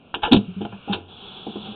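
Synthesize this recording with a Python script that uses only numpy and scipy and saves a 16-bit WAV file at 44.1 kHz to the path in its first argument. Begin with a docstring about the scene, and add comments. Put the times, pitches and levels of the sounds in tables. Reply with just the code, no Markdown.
"""Cable drawn back through a drain pipe

A push cable clicks against its guide, bumps the reel's frame and makes the reel boom: decaying modes.
One sharp knock near 0.32 s does all three at once; hollow pipe resonances ring on as single sines.
From about 1.07 s the cable slides: coloured noise with two narrow resonances, over a hiss that rises again.
A narrow-band inspection recorder with a hissing floor picks it up and overloads on the knock."""
import sys
import numpy as np
from scipy.fft import rfft, irfft, next_fast_len
from scipy.io import wavfile
from scipy.ndimage import map_coordinates

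SR = 44100
rng = np.random.default_rng(int(sys.argv[2]) if len(sys.argv) > 2 else 0)


def persist_wave(psi):
    """Save psi, clipped to +-1, as 16-bit WAV."""
    counts = np.round(np.clip(psi, -1, 1) * 32767).astype(np.int16)
    wavfile.write(sys.argv[1], SR, np.atleast_2d(counts).T)


N = 77175

RING_T = np.arange(SR // 2) / SR  # time axis of one contact, in seconds
TAIL_DB, TAIL_T60_S = -18, 0.29  # weak ring-out of a contact, relative to its peak


def amp(db):
    """Level law: decibels to an amplitude ratio."""
    return 10 ** (np.asarray(db) / 20)


def unit(x):
    """Normalization by mean power: scaled to rms 1."""
    return x / np.sqrt(np.mean(x ** 2) + 1e-20)


def curve(rows):
    """Linear interpolation: one value per sample from (seconds, value) rows."""
    return np.interp(np.arange(N) / SR, *np.transpose(rows))


def filtered(x, response):
    """Linear filtering: the spectrum of x times a response of frequency."""
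    padded = next_fast_len(len(x) + 8192)
    spectrum = rfft(x, padded) * response(np.fft.rfftfreq(padded, 1 / SR))
    return irfft(spectrum, padded)[:len(x)]


def noise(spectrum, size, shade=np.zeros_like):
    """Spectral shaping: white noise coloured by (Hz, dB) rows plus a shade in dB, at rms 1."""
    f, db = np.transpose(spectrum)

    def colour(hz):
        level_db = np.interp(np.log(hz + 1), np.log(f), db) + shade(hz + 1)
        return amp(level_db) * (hz < 1.1 * f[-1])

    return unit(filtered(rng.standard_normal(size), colour))


def ring(modes, wash, wash_db, shade=np.zeros_like):
    """Modal superposition: sines of random phase in a wash of denser modes, not yet decaying."""
    tones = sum(amp(db + shade(hz)) * np.sin(2 * np.pi * (hz * RING_T + rng.random()))
                for hz, db in modes)
    dense_modes = noise(wash, len(RING_T), shade)
    return unit(unit(tones) + amp(wash_db) * dense_modes)


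def envelope(rise, t60, hold=0, tail_db=TAIL_DB):
    """Two-stage exponential decay: linear rise, hold, main decay and a weak tail, added in power."""
    after = np.maximum(RING_T - rise - hold, 0)

    def fade(seconds):
        return np.exp(-np.log(1000) * after / seconds)  # falls 60 dB in the given seconds

    return np.minimum(RING_T / rise, 1) * np.hypot(fade(t60), amp(tail_db) * fade(TAIL_T60_S))


def add(out, s, sound):
    """Linear superposition: mixes a sound in at s seconds."""
    part = out[round(s * SR):][:len(sound)]
    part += sound[:len(part)]


def hiss():
    """Stationary noise under a gain curve: a hiss that drifts in level over a steady rumble."""
    # Spectra of the hiss and of the low rumble. Each row: frequency in Hz, density in dB per Hz.
    hiss_colour = [(600, -17), (1420, -5), (1750, -15.5), (2300, -6.5), (2770, -2.5), (3100, -5.5),
                   (3600, -11), (4000, -22), (4400, -33)]
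    rumble_colour = [(30, -3), (100, -2.5), (200, 4.5), (300, -1), (600, -6.5), (790, -7.5), (1150, -17),
                     (1420, -24), (1900, -28.5)]
    # Course of the hiss. Each row: time in seconds, level in dB.
    hiss_level = [(0, -60.5), (.12, -57.5), (.4, -53), (.55, -51.5), (.82, -50), (.95, -40.5), (1.04, -65),
                  (1.75, -55)]
    rumble_db = -52.5
    floor = amp(curve(hiss_level)) * noise(hiss_colour, N)
    return floor + amp(rumble_db) * noise(rumble_colour, N)


def clicks():
    """Impact excitation: the cable ticks on the guide and rings it; each tick has its own upper limit."""
    # Hard contacts. Each row: start in seconds, rise in seconds, main decay t60 in seconds,
    # level of the guide's ring in dB, level of the cable's tick in dB, top of the tick in Hz.
    contacts = [(0.142, 0.00054, 0.016, -19.5, -24, 3500), (0.1451, 0.0011, 0.073, -26, -23, 3400),
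                (0.219, 0.0086, .09, -32, -36, 3500), (0.2314, 0.0051, 0.056, -16, -21, 3540),
                (0.242, 0.01, 0.14, -23, -25.5, 3550), (0.314, 0.0025, 0.11, -28, -24.5, 4000),
                (.319, .003, 0.086, -24, -15.5, 4300), (0.329, .002, 0.098, -19, -14.5, 4200),
                (.362, 0.0041, 0.056, -34, -23.5, 4080), (.609, .004, 0.2, -44.5, -41, 3490),
                (.650, .002, 0.027, -33.5, -35, 3630), (.724, .001, 0.13, -41, -58.5, 3500),
                (.885, .02, 0.6, -45.5, -43, 3500), (.923, 0.011, 0.097, -26, -23, 4220),
                (1.668, .005, 0.03, -50, -48, 3450)]
    # Modes of the guide and the cable's own high modes. Each row: frequency in Hz, level in dB.
    guide_modes = [(790, -14), (876, -5.5), (985, 1), (1405, -2.5), (1575, -3), (1720, -4.5)]
    cable_modes = [(2675, -8.5), (2885, -1), (3075, -4.5), (3215, -0.5), (3446, -2), (3770, 0)]
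    # Dense ringing of guide and cable. Each row: frequency in Hz, density in dB per Hz.
    guide_wash = [(30, -5), (250, -23), (450, -10.5), (620, -13), (860, -0.5), (1180, -9.5), (1450, -3.5),
                  (1750, -14), (2400, -15), (3600, -41.5)]
    cable_wash = [(300, -50.5), (1500, -10.5), (2200, -11), (2650, 2.5), (3000, 2), (3300, -0.5),
                  (3700, 3.5), (3950, -7.5), (4400, -9.5)]
    wash_db = 4  # dense ringing against the discrete modes, in both bodies
    rolloff = 14  # order of the fall above a tick's top
    out = np.zeros(N)
    for s, rise, t60, ring_db, tick_db, top_hz in contacts:
        shade = lambda hz: -20 * np.log10(np.hypot(1, (hz / top_hz) ** rolloff))
        guide = amp(ring_db) * ring(guide_modes, guide_wash, wash_db)
        tick = amp(tick_db) * ring(cable_modes, cable_wash, wash_db, shade)
        add(out, s, envelope(rise, t60, tail_db=-24) * (guide + tick))
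    return out


def bumps():
    """Selective modal excitation: loops of cable bump the frame, each favouring modes near one pitch."""
    # Soft contacts. Each row: start in seconds, rise in seconds, main decay t60 in seconds,
    # level in dB, favoured frequency in Hz.
    contacts = [(.143, 0.0058, .06, -34.5, 532), (0.155, 0.006, 0.21, -32.5, 380),
                (.236, 0.04, .15, -30.5, 480), (.321, .004, 0.18, -12.5, 321),
                (.337, 0.0058, 0.14, -19.5, 567), (0.606, 0.0059, .13, -25.5, 340),
                (.65, 0.0015, 0.099, -26, 648), (.724, 0.0017, 0.1, -38.5, 640),
                (.875, 0.0032, 0.11, -29.5, 660), (.889, 0.011, 0.14, -31, 480),
                (.929, 0.0051, 0.28, -29, 370), (1.465, 0.0053, 0.036, -27, 700),
                (1.473, 0.0037, 0.2, -35, 350), (1.556, 0.0035, 0.12, -28.5, 440),
                (1.655, 0.0071, 0.75, -41.5, 400)]
    # Modes of the frame. 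Each row: frequency in Hz, level in dB.
    frame_modes = [(290, -1), (340, 0), (388, -2), (438, -1), (500, -11.5), (595, -12), (698, -2.5),
                   (785, -2), (825, -3.5), (1020, -9.5), (1390, -14.5)]
    # Dense ringing around them. Each row: frequency in Hz, density in dB per Hz.
    frame_wash = [(30, -14), (120, 4), (300, 3), (450, -0.5), (600, -6.5), (800, -3.5), (1100, -13),
                  (1600, -21), (2500, -19.5)]
    focus_db_per_oct = 5.5  # modes are excited less, the further they lie from the favoured pitch
    wash_db = -2  # dense ringing against the discrete modes
    out = np.zeros(N)
    for s, rise, t60, db, favoured_hz in contacts:
        shade = lambda hz: -focus_db_per_oct * np.abs(np.log2(hz / favoured_hz))
        frame = ring(frame_modes, frame_wash, wash_db, shade)
        add(out, s, amp(db) * envelope(rise, t60) * frame)
    return out


def hums():
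    """Free decay of a resonance: single hollow modes of the pipe ring on after a contact."""
    # Each row: start in seconds, rise in seconds, main decay t60 in seconds, rms level in dB, pitch in Hz.
    resonances = [(.2325, 0.0065, 0.031, -17, 852.6), (.245, 0.016, 0.078, -26, 882.6),
                  (.279, 0.0042, 0.15, -26.5, 463), (.66, 0.063, 0.21, -44.5, 111.6),
                  (.886, .012, 0.29, -32.5, 815), (0.939, 0.028, 0.77, -43.5, 91.8)]
    out = np.zeros(N)
    for s, rise, t60, db, hz in resonances:
        tone = np.sqrt(2) * np.sin(2 * np.pi * hz * RING_T)  # rms 1
        add(out, s, amp(db) * envelope(rise, t60) * tone)
    return out


def booms():
    """Inharmonic modal decay: the reel's few low modes answer each jolt and hold while the cable drags."""
    # Jolts. Each row: start in seconds, rise in seconds, hold in seconds, reference t60 in seconds,
    # reference rms level in dB, reference pitch in Hz.
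    jolts = [(0.311, 0.0069, 0.013, 0.026, -14, 240), (.321, 0.006, 0.0071, 0.032, -8, 276.3),
             (0.3451, 0.00098, .003, 0.015, -7, 245.7), (0.357, 0.0043, 0.0013, 0.011, -12, 231.6),
             (0.37, 0.0015, 0.002, 0.13, -10.5, 202.9), (0.48, 0.0033, 0.011, 0.15, -28.5, 182.3),
             (.564, 0.0032, 0.02, .14, -28, 191), (0.606, 0.0036, 0.023, 0.19, -28.5, 209.1),
             (0.723, 0.011, 0.02, .11, -35.5, 198), (0.894, 0.0057, 0.019, 0.12, -22, 197.5),
             (1.476, 0.0046, 0.023, 0.039, -32, 214), (1.561, 0.007, 0.00033, 0.41, -32.5, 207.8),
             (1.631, 0.0038, 0.012, 0.29, -37, 204), (1.68, 0.0077, 0.021, 0.25, -36.5, 212)]
    # Modes of the reel. Each row: multiple of the reference pitch, level in dB against the
    # reference level, multiple of the reference t60.
    reel_modes = [(1, -0.5, 0.97), (.53, -18, 1.8), (.68, -28.5, 3.6), (2.16, -21.5, 1.7)]
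    out = np.zeros(N)
    for s, rise, hold, t60, db, hz in jolts:
        for ratio, mode_db, life in reel_modes:
            tone = np.sqrt(2) * np.sin(2 * np.pi * hz * ratio * RING_T)  # rms 1
            add(out, s, amp(db + mode_db) * envelope(rise, t60 * life, hold) * tone)
    return out


def sliding():
    """Friction noise: the moving cable rubs with a slight flutter and excites two narrow resonances."""
    # Spectrum of the rub. Each row: frequency in Hz, density in dB per Hz.
    rub_colour = [(40, -16.5), (130, -7), (195, 4), (300, -11.5), (390, 3), (520, -11.5), (680, -10.5),
                  (810, -1.5), (1130, -9.5), (1370, -5.5), (1750, -17.5), (2400, -12), (2950, -2.5),
                  (3200, -3), (3400, 3.5), (3600, -7), (3800, -5), (4000, -20), (4400, -24.5)]
    # Narrow resonances. Each row: centre in Hz, half-width at half amplitude in Hz,
    # level in dB against the rub.
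    resonances = [(757, 23, -13.5), (3420, 250, -7)]
    # Strength of the sliding. Each row: time in seconds, level in dB.
    strength = [(1.065, -91), (1.087, -48), (1.17, -45), (1.26, -40.5), (1.4, -42), (1.52, -42),
                (1.6, -41.5), (1.67, -38), (1.75, -43)]
    flutter_db, flutter_per_s = 0.1, 96  # spread of the random level points, and their rate
    knots = rng.standard_normal(int(N * flutter_per_s / SR) + 4)
    flutter = map_coordinates(knots, [np.arange(N) * flutter_per_s / SR])  # smooth between knots
    squeaks = np.zeros(N)
    for hz, width, db in resonances:
        resonance = lambda f: 1 / (1 + ((f - hz) / width) ** 2)
        squeaks += amp(db) * unit(filtered(rng.standard_normal(N), resonance))
    level_db = curve(strength) + flutter_db * flutter
    return amp(level_db) * unit(noise(rub_colour, N) + squeaks)


def scene():
    """Superposition of pressures: all sources at one microphone."""
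    return (hiss() + clicks() + bumps() + hums() + booms() + sliding())[None]


def record(dry):
    """Saturation and band limiting: a soft overload, a notch, a steep low-pass and an output that clips."""
    clip_level, knee = .69, 13  # ceiling of the overload, and its hardness
    notch_hz, notch_width_hz, notch_db = 1989, 148, -17.5
    edge_hz, edge_order = 4375, 59
    output_level = .7  # ceiling for what still overshoots
    top_hz = 16000
    loud = dry[0] / (0.5 + np.abs(dry[0] / clip_level) ** knee) ** (1 / knee)

    def band(hz):
        notch = amp(notch_db / (1 + ((hz - notch_hz) / notch_width_hz) ** 2))
        return notch / np.hypot(1, (hz / edge_hz) ** edge_order)

    clipped = np.clip(filtered(loud, band), -output_level, output_level)
    return filtered(clipped, lambda hz: hz < top_hz)[None]


dry = scene()
out = record(dry)
persist_wave(out)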